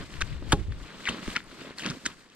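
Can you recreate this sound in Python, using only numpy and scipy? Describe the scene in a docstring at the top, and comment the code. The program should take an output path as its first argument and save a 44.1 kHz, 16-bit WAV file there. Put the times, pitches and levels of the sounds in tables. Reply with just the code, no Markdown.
"""A steel chisel is driven once into lake ice by someone walking in spiked boots, close to a worn camera.
The blow is dense crackle plus scattering splinters, a falling thump swept through the sheet, and a ring.
Spikes bite as short pings with noise ticks, boots knock as lower pings, and footfalls crunch as fine
crackle. Clothes and soles rustle as three bands of noise; low noise, mostly different at the two
microphone ports, makes the wind gusts and a few deep footstep thumps."""
import sys
import numpy as np
from scipy import signal
from scipy.fft import rfft, irfft
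from scipy.io import wavfile
from scipy.ndimage import uniform_filter1d

SR = 44100
rng = np.random.default_rng(int(sys.argv[2]) if len(sys.argv) > 2 else 0)


def dump(signal):
    """Clip the signal to [-1, 1] and save it as 16-bit WAV at the path in sys.argv[1]."""
    limited = np.clip(np.atleast_2d(signal).T, -1, 1)
    pcm = np.round(limited * 32767).astype(np.int16)
    wavfile.write(sys.argv[1], SR, pcm)


N = 103635  # samples

# Chisel blow: the crack holds, then fades
BLOW_S, CRACK_S, CRACK_FADE_S, CRACK_DB, CRACKS_PER_S = 0.5203, 0.0073, 0.0041, -23, 22000
IMPACT_DB, IMPACT_S = 6.5, 0.0028  # extra strength as the edge first lands
SPLIT_LAG_S, SPLIT_DB, SPLIT_S = 0.0079, 4, 0.0011  # the ice gives way a moment later
CRACK_LAG_S = 0.001405  # delay at 1 kHz; the low part trails the treble
CHIP_T60_S, CHIP_DB = 0.16, -38.5  # splinters scatter after the blow
SHEET_DB, SHEET_LAG_S, SHEET_SLOPE = -11, 0.0089, 0.271  # peak; delay at 1 kHz; lows come later
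RING_DB, RING_LAG_S, RING_RISE_S = -25.5, 0.01303, 0.0023
# Colour of splitting ice: freq_hz, level_db
CRACK_COLOUR = [(300, -34), (600, -18), (900, -4.5), (1600, -2.5), (2050, -9.5), (2600, -5), (3300, -5),
                (4400, -8.5), (5300, -12.5), (8000, -13), (11500, -29), (15500, -39)]
# Colour of the bending wave in the ice sheet: freq_hz, level_db
SHEET_COLOUR = [(15, -20), (30, 1), (90, -2), (300, -9), (600, -19.5), (1100, -16), (1600, -63),
                (3000, -90)]
# Brief ringing modes of the sheet: pitch_hz, level_db, t60_s
RING_MODES = [(174, 5.5, 0.11), (282, 1.5, 0.081), (410, 1.5, 0.098), (557, -4.5, 0.075), (724, -1, 0.029),
              (816, -1, 0.088), (1090, -4, 0.056)]

# Spike points biting the ice: peak_s, level_db, pitch_hz, length_cycles, tick_level_db
SPIKE_BITES = [(0.1406, -29, 2600, 1.1, -51), (0.2085, -27, 1530, 2.9, -27.5),
               (0.2131, -20.5, 1520, 1.6, -40), (0.2153, -21.5, 4100, 3.5, -28),
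               (0.2188, -15.5, 1650, 1.8, -37), (0.2206, -18, 2660, 4, -26.5),
               (0.2219, -20, 1500, 3.6, -39), (0.2567, -40, 3770, 2, -54), (0.4263, -38, 1070, 1.5, -55),
               (0.7234, -33, 1760.0, 1.2, -58), (1.0553, -20.5, 2940, 2.2, -56),
               (1.0594, -30.0, 2020.0, 3.8, -55), (1.064, -31, 3120, 2, -52),
               (1.0657, -29.0, 2150, 4.3, -49.0), (1.069, -25, 2310, 4.8, -52),
               (1.0739, -23, 1630, 5.9, -48), (1.076, -20, 2010, 9.4, -53), (1.0793, -17, 1970, 2.1, -48),
               (1.0846, -20, 2200, 1.3, -42), (1.087, -18, 1300, 1.3, -42), (1.0891, -16.5, 3020, 3.9, -38),
               (1.0914, -18, 2860, 5.6, -26), (1.095, -27, 3500, 3.9, -55), (1.1006, -31, 3900, 4, -49),
               (1.104, -35, 3600, 2.2, -50), (1.2786, -22, 1430, 0.5, -34), (1.3045, -29, 3520, 3.2, -36),
               (1.355, -29, 1700.0, 2.8, -46), (1.3603, -18.5, 1920, 1.8, -50),
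               (1.3643, -9.5, 2050, 1.7, -25.5), (1.365, -22.5, 2860, 3.4, -46),
               (1.3682, -19.5, 2850, 3.5, -49), (1.3697, -22, 1390, 6.4, -51), (1.378, -31, 2200, 3.4, -50),
               (1.3833, -31, 1990, 2.5, -55), (1.4047, -32, 1690, 1.6, -61), (1.442, -42, 8950, 3.7, -63),
               (1.785, -27, 4300, 8.6, -32), (1.796, -28, 1630, 2.5, -30), (1.8032, -30, 2940.0, 4, -50.0),
               (1.8084, -31, 3050, 3.8, -44), (1.8236, -27.5, 2590.0, 3.6, -48.0),
               (1.837, -24, 2490.0, 1.1, -43), (1.847, -27, 2580, 6.3, -51), (1.853, -38, 2620, 6.3, -52.0),
               (1.8627, -19, 2700, 1.3, -25), (1.8647, -23, 1300, 1.6, -39), (1.8693, -27.5, 1140, 2, -51),
               (1.872, -28, 1760, 2.8, -48), (1.874, -33, 2580, 6, -53), (1.889, -28, 3500, 6, -50),
               (1.902, -26, 5300, 6.6, -31), (1.9084, -31, 1440.0, 1.5, -30),
               (1.917, -33.5, 1320.0, 6, -51.0), (2.0524, -33, 4920, 6.2, -48),
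               (2.057, -24.5, 1570, 5.2, -28), (2.0614, -19.5, 2900, 2, -21), (2.063, -16, 1694, 2.56, -21),
               (2.0655, -23.5, 7700, 10, -21), (2.069, -40, 2880, 3, -51), (2.0743, -33, 3620, 8, -50.0),
               (2.118, -39, 2750, 2, -58), (2.29, -50, 4840, 2.7, -56), (2.301, -49, 3260, 2.6, -48),
               (2.321, -48, 3120, 3, -60)]
# Colour of the dry tick at each bite: freq_hz, level_db
TICK_COLOUR = [(1200, -34), (2500, -6), (3900, 2.5), (4900, -3), (5900, 3.5), (8500, -5.5), (12000, -33),
               (15500, -41)]
TICK_FADE_S = 0.0009
# Boot knocks carried by the ice: peak_s, level_db, pitch_hz, length_cycles
BOOT_KNOCKS = [(0.03, -41.5, 285, 3.1), (0.218, -37.5, 350, 2.4), (0.425, -32.5, 314, 1.74),
               (1.0908, -30.5, 244, 0.53), (1.0988, -26.5, 213, 1.2), (1.1119, -32, 222, 2.5),
               (1.1378, -41, 212, 7.3), (1.1466, -28, 230.0, 1), (1.1926, -35.5, 230, 1.6),
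               (1.2307, -35.5, 180, 1.9), (1.2825, -21, 229, 0.86), (1.2913, -34.5, 216, 2),
               (1.3714, -32, 219, 1.23), (1.6186, -36, 336, 2), (1.65, -38, 543, 3.4),
               (1.6755, -39, 333, 2.3), (1.7081, -30.5, 343, 0.46), (1.8579, -23, 310, 1.2),
               (1.8743, -28, 213, 3.4), (1.9024, -28.5, 162, 2.3), (1.9108, -30, 177, 0.41),
               (1.9379, -31.5, 202, 0.74), (1.972, -36.5, 253, 2.4), (2.0664, -30, 254, 1.44)]
# Second partial of a bite or knock: lowest pitch ratio, range of ratios, level below the first
OVERTONE_RATIO, OVERTONE_SPREAD, OVERTONE_DB = 1.37725, 0.875, -9

# Crunch under the footfalls: start_s, length_s, level_db
FOOTFALLS = [(0.21, 0.0081, -36.5), (0.7196, 0.0045, -49), (1.061, 0.033, -44), (1.088, .014, -39.5),
             (1.353, 0.02, -42), (1.778, 0.09, -46.5), (1.854, 0.058, -43.5), (2.055, 0.01, -34),
             (2.07, 0.0086, -45.5), (2.192, 0.006, -68)]
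# Colour of the crunch: freq_hz, level_db
CRUNCH_COLOUR = [(290, -22), (500, -6.5), (815, -10), (1650, -0.5), (2460, -4.5), (3060, -2.5), (4600, -7),
                 (5800, -13.5), (7030, -11), (7780, -16.5), (15500, -44)]
CRUNCH_PER_S, CRUNCH_T60_S, CRUNCH_RISE_S = 12000, 0.04, 0.00077

# Clothes and sliding soles: time_s, middle_db, low_db, treble_db
RUSTLE_LEVELS = [(0, -44, -40, -54), (0.04, -46.5, -48, -57.5), (0.08, -53.5, -50.5, -59),
                 (0.13, -48, -49, -55), (0.18, -49.5, -49.5, -57), (0.25, -49, -51.5, -57.5),
                 (0.33, -48, -49.5, -59), (0.39, -55, -53.5, -64.5), (0.46, -51, -46.5, -62.5),
                 (0.51, -46.5, -45.5, -50.5), (0.56, -61, -39, -63), (0.595, -50, -43, -59),
                 (0.63, -54, -54, -62.5), (0.69, -58, -50.5, -66), (0.76, -54, -54, -65),
                 (0.82, -50.5, -50, -58), (0.9, -49.5, -49.5, -61), (0.965, -48.5, -49, -58.5),
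                 (1.035, -46, -50, -54.5), (1.08, -39.5, -53, -54), (1.13, -40.5, -42.5, -55.5),
                 (1.2, -44.5, -47.5, -56.5), (1.26, -42, -52, -50), (1.33, -41.5, -49, -48),
                 (1.36, -42.5, -54, -54), (1.39, -46.5, -50.5, -57.5), (1.43, -55.5, -55, -62.5),
                 (1.5, -51.5, -54.5, -61), (1.56, -50.5, -47, -57), (1.62, -46, -49, -56),
                 (1.7, -49, -49, -59.5), (1.75, -53.5, -55.5, -66), (1.79, -51, -49.5, -47.5),
                 (1.86, -41, -42, -56), (1.94, -48.5, -42, -53.5), (2.0, -53, -56.5, -59),
                 (2.04, -54, -49, -57.5), (2.1, -47.5, -50, -55.5), (2.15, -56.5, -60, -61.5),
                 (2.22, -56, -59, -61), (2.28, -62, -62.5, -70), (2.35, -56.5, -60, -65)]
# Colours of the three rustle bands: freq_hz, level_db
RUSTLE_MIDDLE = [(350, -7.5), (600, -4), (882, -14.5), (1030, -1), (1710, -1.5), (2220, -3), (4120, -6.5),
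                 (6000, -23), (7800, -50), (13200, -120)]
RUSTLE_LOW = [(65, -63), (110, -30), (166, -1.5), (236, -4), (284, -3), (536, -13), (900, -19.5),
              (1170, -29), (1980, -120)]
RUSTLE_TREBLE = [(2650, -35), (4500, -3), (4860, -4.5), (5900, -7.5), (8220, -7), (9660, -18.5),
                 (12500, -19.5), (15600, -40)]
# Likeness of the rustle at the two ports: freq_hz, likeness (0 to 1)
RUSTLE_LIKENESS = [(60, 0.23), (150, 0.7), (380, 0.92), (950, 0.68), (2380, 0.8), (5980, 0.11),
                   (15000, 0.02)]

# Low noise at the ports: wind gusts, and deep footstep thumps near 1.11, 1.285, 1.87 and 2.07 s:
# time_s, left_db, right_db
LOW_NOISE_LEVELS = [(0, -42, -53), (0.04, -39, -38), (0.08, -56, -60), (0.13, -46, -62), (0.16, -37, -51),
                    (0.2, -36, -49), (0.23, -27.5, -36), (0.27, -40, -57), (0.3, -33, -40),
                    (0.335, -22.5, -39), (0.37, -34.5, -41), (0.4, -34, -42), (0.44, -34, -44),
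                    (0.48, -27.5, -44), (0.51, -32, -56), (0.57, -37, -30.5), (0.605, -36, -24.5),
                    (0.65, -42, -32), (0.69, -24, -28.5), (0.73, -30.5, -38), (0.78, -46, -38),
                    (0.81, -38.5, -43), (0.84, -36.5, -48), (0.88, -55, -69), (0.92, -68, -67),
                    (1.0, -54, -64), (1.06, -67, -60), (1.11, -36, -36.5), (1.15, -71, -73),
                    (1.25, -61, -67), (1.285, -32.5, -32.5), (1.33, -56, -61), (1.38, -60, -57),
                    (1.42, -51, -63), (1.48, -53, -57), (1.56, -61, -73), (1.8, -77, -64), (1.87, -53, -59),
                    (1.94, -56, -54), (2.0, -71, -73), (2.07, -47.5, -60), (2.13, -59.5, -60),
                    (2.35, -77, -83)]
# Colour of the gusts and thumps: freq_hz, level_db
LOW_NOISE_COLOUR = [(8.8, -55), (15, 2), (38, 0), (58, 0.5), (139, -9.5), (254, -29), (292, -53),
                    (400, -37), (520, -74), (880, -120)]
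LOW_NOISE_LIKENESS = 0.56  # left to right, 0 to 1

# Phase between the ports: freq_hz, left_lead_radians
PORT_PHASE = [(30, 0), (340, -.3), (1700, -.6), (3100, -.85), (5000, -1.5), (6000, -2.8), (8000, -3.4),
              (10500, -5.4)]
# Level between the ports: freq_hz, left_minus_right_db
PORT_TILT = [(60, 4), (180, 0.5), (550, 0), (1650, 1.5), (3100, 2.5), (15000, -2)]
# Random smear of near sounds, opposite at the ports: freq_hz, level_db
SMEAR_COLOUR = [(500, -18), (1400, -17), (4000, -10), (6000, -8), (14000, -4)]
EDGE_HZ = 15750  # upper band limit of the camera


def amp(db):
    """Decibels to amplitude."""
    return 10 ** (np.asarray(db) / 20)


def evened(x):
    """Scales to unit RMS."""
    return x / np.sqrt(np.mean(x ** 2) + 1e-20)


def read(points, hz):
    """Reads a frequency table on a logarithmic frequency axis."""
    f, value = np.transpose(points)
    return np.interp(np.log(hz + 1), np.log(f + 1), value)


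def curve(table, col):
    """Draws one column of a time table as a line over the whole scene."""
    rows = np.array(table)
    return np.interp(np.arange(N) / SR, rows[:, 0], rows[:, col])


def add(mix, s, sound):
    """Lays a sound into the mix from s seconds."""
    part = mix[round(s * SR):][:len(sound)]
    part += sound[:len(part)]


def delayed(spectrum, lag_s, hz):
    """Delays each frequency by its own lag, by summing the lag into phase."""
    return spectrum * np.exp(-2j * np.pi * np.cumsum(lag_s) * hz[1])


def colour(x, spectrum):
    """Filters by a spectrum table, scaled so that white noise keeps its power."""
    gain = amp(read(spectrum, np.fft.rfftfreq(len(x), 1 / SR)))
    return irfft(rfft(x) * evened(gain), len(x))


def crackle(per_s, spread_db, cycles):
    """Random grains of uneven size, each a few cycles at its own pitch; high ones come most often."""
    pitch_hz = np.geomspace(500, 14000, num=24)
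    size = amp(spread_db * np.minimum(rng.exponential(1, N), 3)) * rng.standard_normal(N)
    size *= rng.random(N) < per_s / SR
    kind = rng.choice(24, N, p=pitch_hz / pitch_hz.sum())
    out = np.zeros(N)
    for k, hz in enumerate(pitch_hz):
        turns = np.arange(0, 3 * cycles / hz, 1 / SR) * hz
        envelope = np.sin(np.pi * turns / cycles / 3) * np.exp(-turns / cycles)
        grain = envelope * np.cos(2 * np.pi * turns)
        out += signal.oaconvolve(size * (kind == k), grain / np.linalg.norm(grain))[:N]
    return evened(out)


def hiss(spectrum, same, patchy_db, flicker_db, size):
    """Two-channel noise with drifting patches and a flicker shared by all frequencies."""
    frames, hz = 4 * N // size + 5, np.fft.rfftfreq(size, 1 / SR)
    a, b, c, d, patches = rng.standard_normal((frames, len(hz), 5)).T
    patches = uniform_filter1d(patches, size=8, axis=0)
    patches = evened(uniform_filter1d(patches, size=8, axis=1))
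    flicker = evened(uniform_filter1d(rng.standard_normal(frames), size=3))
    alike = np.clip(read(same, hz), 0, 1)[:, None]
    left = a + 1j * b
    right = alike * left + np.sqrt(1 - alike ** 2) * (c + 1j * d)
    level_db = read(spectrum, hz)[:, None] + patchy_db * patches + flicker_db * flicker
    bins = np.array([left, right]) * amp(level_db)
    return evened(signal.istft(bins, nperseg=size, noverlap=3 * size // 4)[1][:, :N])


def pings(table):
    """Each row is a few cycles that swell fast and die, with a weaker second partial."""
    out, draws = np.zeros(N), rng.random((len(table), 2))
    for (s, db, hz, cycles, *_), (turn, bend) in zip(table, draws):
        width = max(cycles, 0.5) / hz
        t = np.arange(-width, 2.2 * width, 1 / SR)
        rise = (t / (0.45 * width)) ** 2
        fall = (abs(t) / (0.62 * width)) ** 1.26
        shape = np.exp(-np.where(t < 0, rise, fall))
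        turns = hz * t * (1 + 0.2 * (bend - 0.5) * t / width)  # pitch bends slightly
        ratio = OVERTONE_RATIO + OVERTONE_SPREAD * turn
        upper_level = amp(OVERTONE_DB - 2 * (hz / 2000) ** 2)  # weaker on high pings
        upper = upper_level * shape * np.cos(2 * np.pi * (ratio * turns + bend))
        add(out, s - width, amp(db) * shape * (np.cos(2 * np.pi * (turns + turn)) + upper))
    return out


def crack():
    """Splitting ice and scattering splinters: dense crackle whose low part trails its treble."""
    t = np.arange(N) / SR - BLOW_S
    impact_db = IMPACT_DB * np.exp(-abs(t) / IMPACT_S)
    split_db = SPLIT_DB * np.exp(-((t - SPLIT_LAG_S) / SPLIT_S) ** 2)
    fade = np.exp(-np.maximum(t - CRACK_S, 0) / CRACK_FADE_S)
    split = amp(CRACK_DB + impact_db + split_db) * fade
    chips = amp(CHIP_DB - 60 * abs(t) / CHIP_T60_S)
    grains = colour(crackle(CRACKS_PER_S, spread_db=2.5, cycles=1.36), CRACK_COLOUR)
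    out = grains * (split + chips) * np.clip(t / 0.0004, 0, 1)
    hz = np.fft.rfftfreq(N, 1 / SR)
    return irfft(delayed(rfft(out), CRACK_LAG_S * 1000 / np.maximum(hz, 500), hz), N)


def sheet_wave():
    """The bending wave in the ice sheet: an impulse whose lows arrive last, a falling thump."""
    hz = np.fft.rfftfreq(8192, 1 / SR)
    lag_s = SHEET_LAG_S * (np.maximum(hz, 20) / 1000) ** -SHEET_SLOPE
    wave = irfft(delayed(amp(read(SHEET_COLOUR, hz)), lag_s, hz)) * signal.windows.tukey(8192, 0.02)
    return -amp(SHEET_DB) * wave / abs(wave).max()


def sheet_ring():
    """The sheet rings briefly: decaying sines that start at random phases."""
    t = np.arange(8192) / SR
    ring = np.zeros(8192)
    for hz, db, t60_s in RING_MODES:
        ring += amp(db - 60 * t / t60_s) * np.sin(2 * np.pi * (hz * t + rng.random()))
    return amp(RING_DB) * np.minimum(t / RING_RISE_S, 1) * ring


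def blow():
    """The chisel lands: the crack, the wave in the sheet, then the ring."""
    out = crack()
    add(out, BLOW_S, sheet_wave())
    add(out, BLOW_S + RING_LAG_S, sheet_ring())
    return out


def bites():
    """Spike points bite the ice as short pings."""
    return pings(SPIKE_BITES)


def ticks():
    """The bright, dry tick of steel on ice at each bite: a fading puff of noise."""
    out = np.zeros(N)
    fade = np.exp(-np.arange(200) / SR / TICK_FADE_S)
    for row, puff in zip(SPIKE_BITES, rng.standard_normal((len(SPIKE_BITES), 200))):
        add(out, row[0] - TICK_FADE_S / 2, amp(row[4]) * puff * fade)
    return colour(out, TICK_COLOUR)


def knocks():
    """Boots knock through the ice as low pings."""
    return pings(BOOT_KNOCKS)


def crunch():
    """Fine crackle under each footfall: holds, then dies away."""
    t, level = np.arange(N) / SR, np.zeros(N)
    for s, length, db in FOOTFALLS:
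        fall_db = 60 * np.maximum(t - s - length, 0) / CRUNCH_T60_S
        level += amp(db - fall_db) * np.clip((t - s) / CRUNCH_RISE_S, 0, 1)
    return level * colour(crackle(CRUNCH_PER_S, spread_db=0.5, cycles=1.93), CRUNCH_COLOUR)


def rustle():
    """Clothes and sliding soles: three bands of rubbing noise, each on its own level."""
    middle = hiss(RUSTLE_MIDDLE, RUSTLE_LIKENESS, patchy_db=2.0, flicker_db=1.5, size=256)
    low = hiss(RUSTLE_LOW, RUSTLE_LIKENESS, patchy_db=1.0, flicker_db=1.5, size=1024)
    treble = hiss(RUSTLE_TREBLE, RUSTLE_LIKENESS, patchy_db=-0.9, flicker_db=1.4, size=256)
    out = amp(curve(RUSTLE_LEVELS, 1)) * middle
    out += amp(curve(RUSTLE_LEVELS, 2)) * low
    return out + amp(curve(RUSTLE_LEVELS, 3)) * treble


def gusts_and_thumps():
    """Wind gusts and deep footstep thumps: lumpy low noise with its own level at each port."""
    likeness = [(0, LOW_NOISE_LIKENESS), (400, LOW_NOISE_LIKENESS)]
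    lumps = hiss(LOW_NOISE_COLOUR, likeness, patchy_db=1.0, flicker_db=-0.1, size=2048)
    return amp(np.array([curve(LOW_NOISE_LEVELS, 1), curve(LOW_NOISE_LEVELS, 2)])) * lumps


def near(x):
    """A close sound gains a short random smear of opposite sign at the two ports, which widens it."""
    taps = rng.standard_normal(300) * np.exp(-np.arange(300) / 55) * [[1], [-1]]
    smear = signal.fftconvolve(x[None], taps / np.linalg.norm(taps[0]), axes=1)[:, :N]
    gain = amp(read(SMEAR_COLOUR, np.fft.rfftfreq(N, 1 / SR)))
    return x + irfft(rfft(smear) * gain, N)


def at_ports(x):
    """Sets the phase and level differences between the left and right ports."""
    hz = np.fft.rfftfreq(N, 1 / SR)
    side = np.array([[0.5], [-0.5]])  # half of each difference goes to each port
    phase = np.exp(1j * side * read(PORT_PHASE, hz))
    return irfft(rfft(x) * phase * amp(side * read(PORT_TILT, hz)), N)


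def scene():
    """Blow, boots and rustle reach both ports; the low noise is added with its own left and right."""
    on_ice = blow() + bites() + ticks() + knocks() + crunch()
    return at_ports(near(on_ice) + rustle()) + gusts_and_thumps()


def record(dry):
    """The band limit of the camera: a steep low-pass."""
    low_pass = signal.firwin(511, EDGE_HZ, window=("kaiser", 9), fs=SR)
    return signal.oaconvolve(dry, low_pass[None], "same")


dry = scene()
out = record(dry)
dump(out)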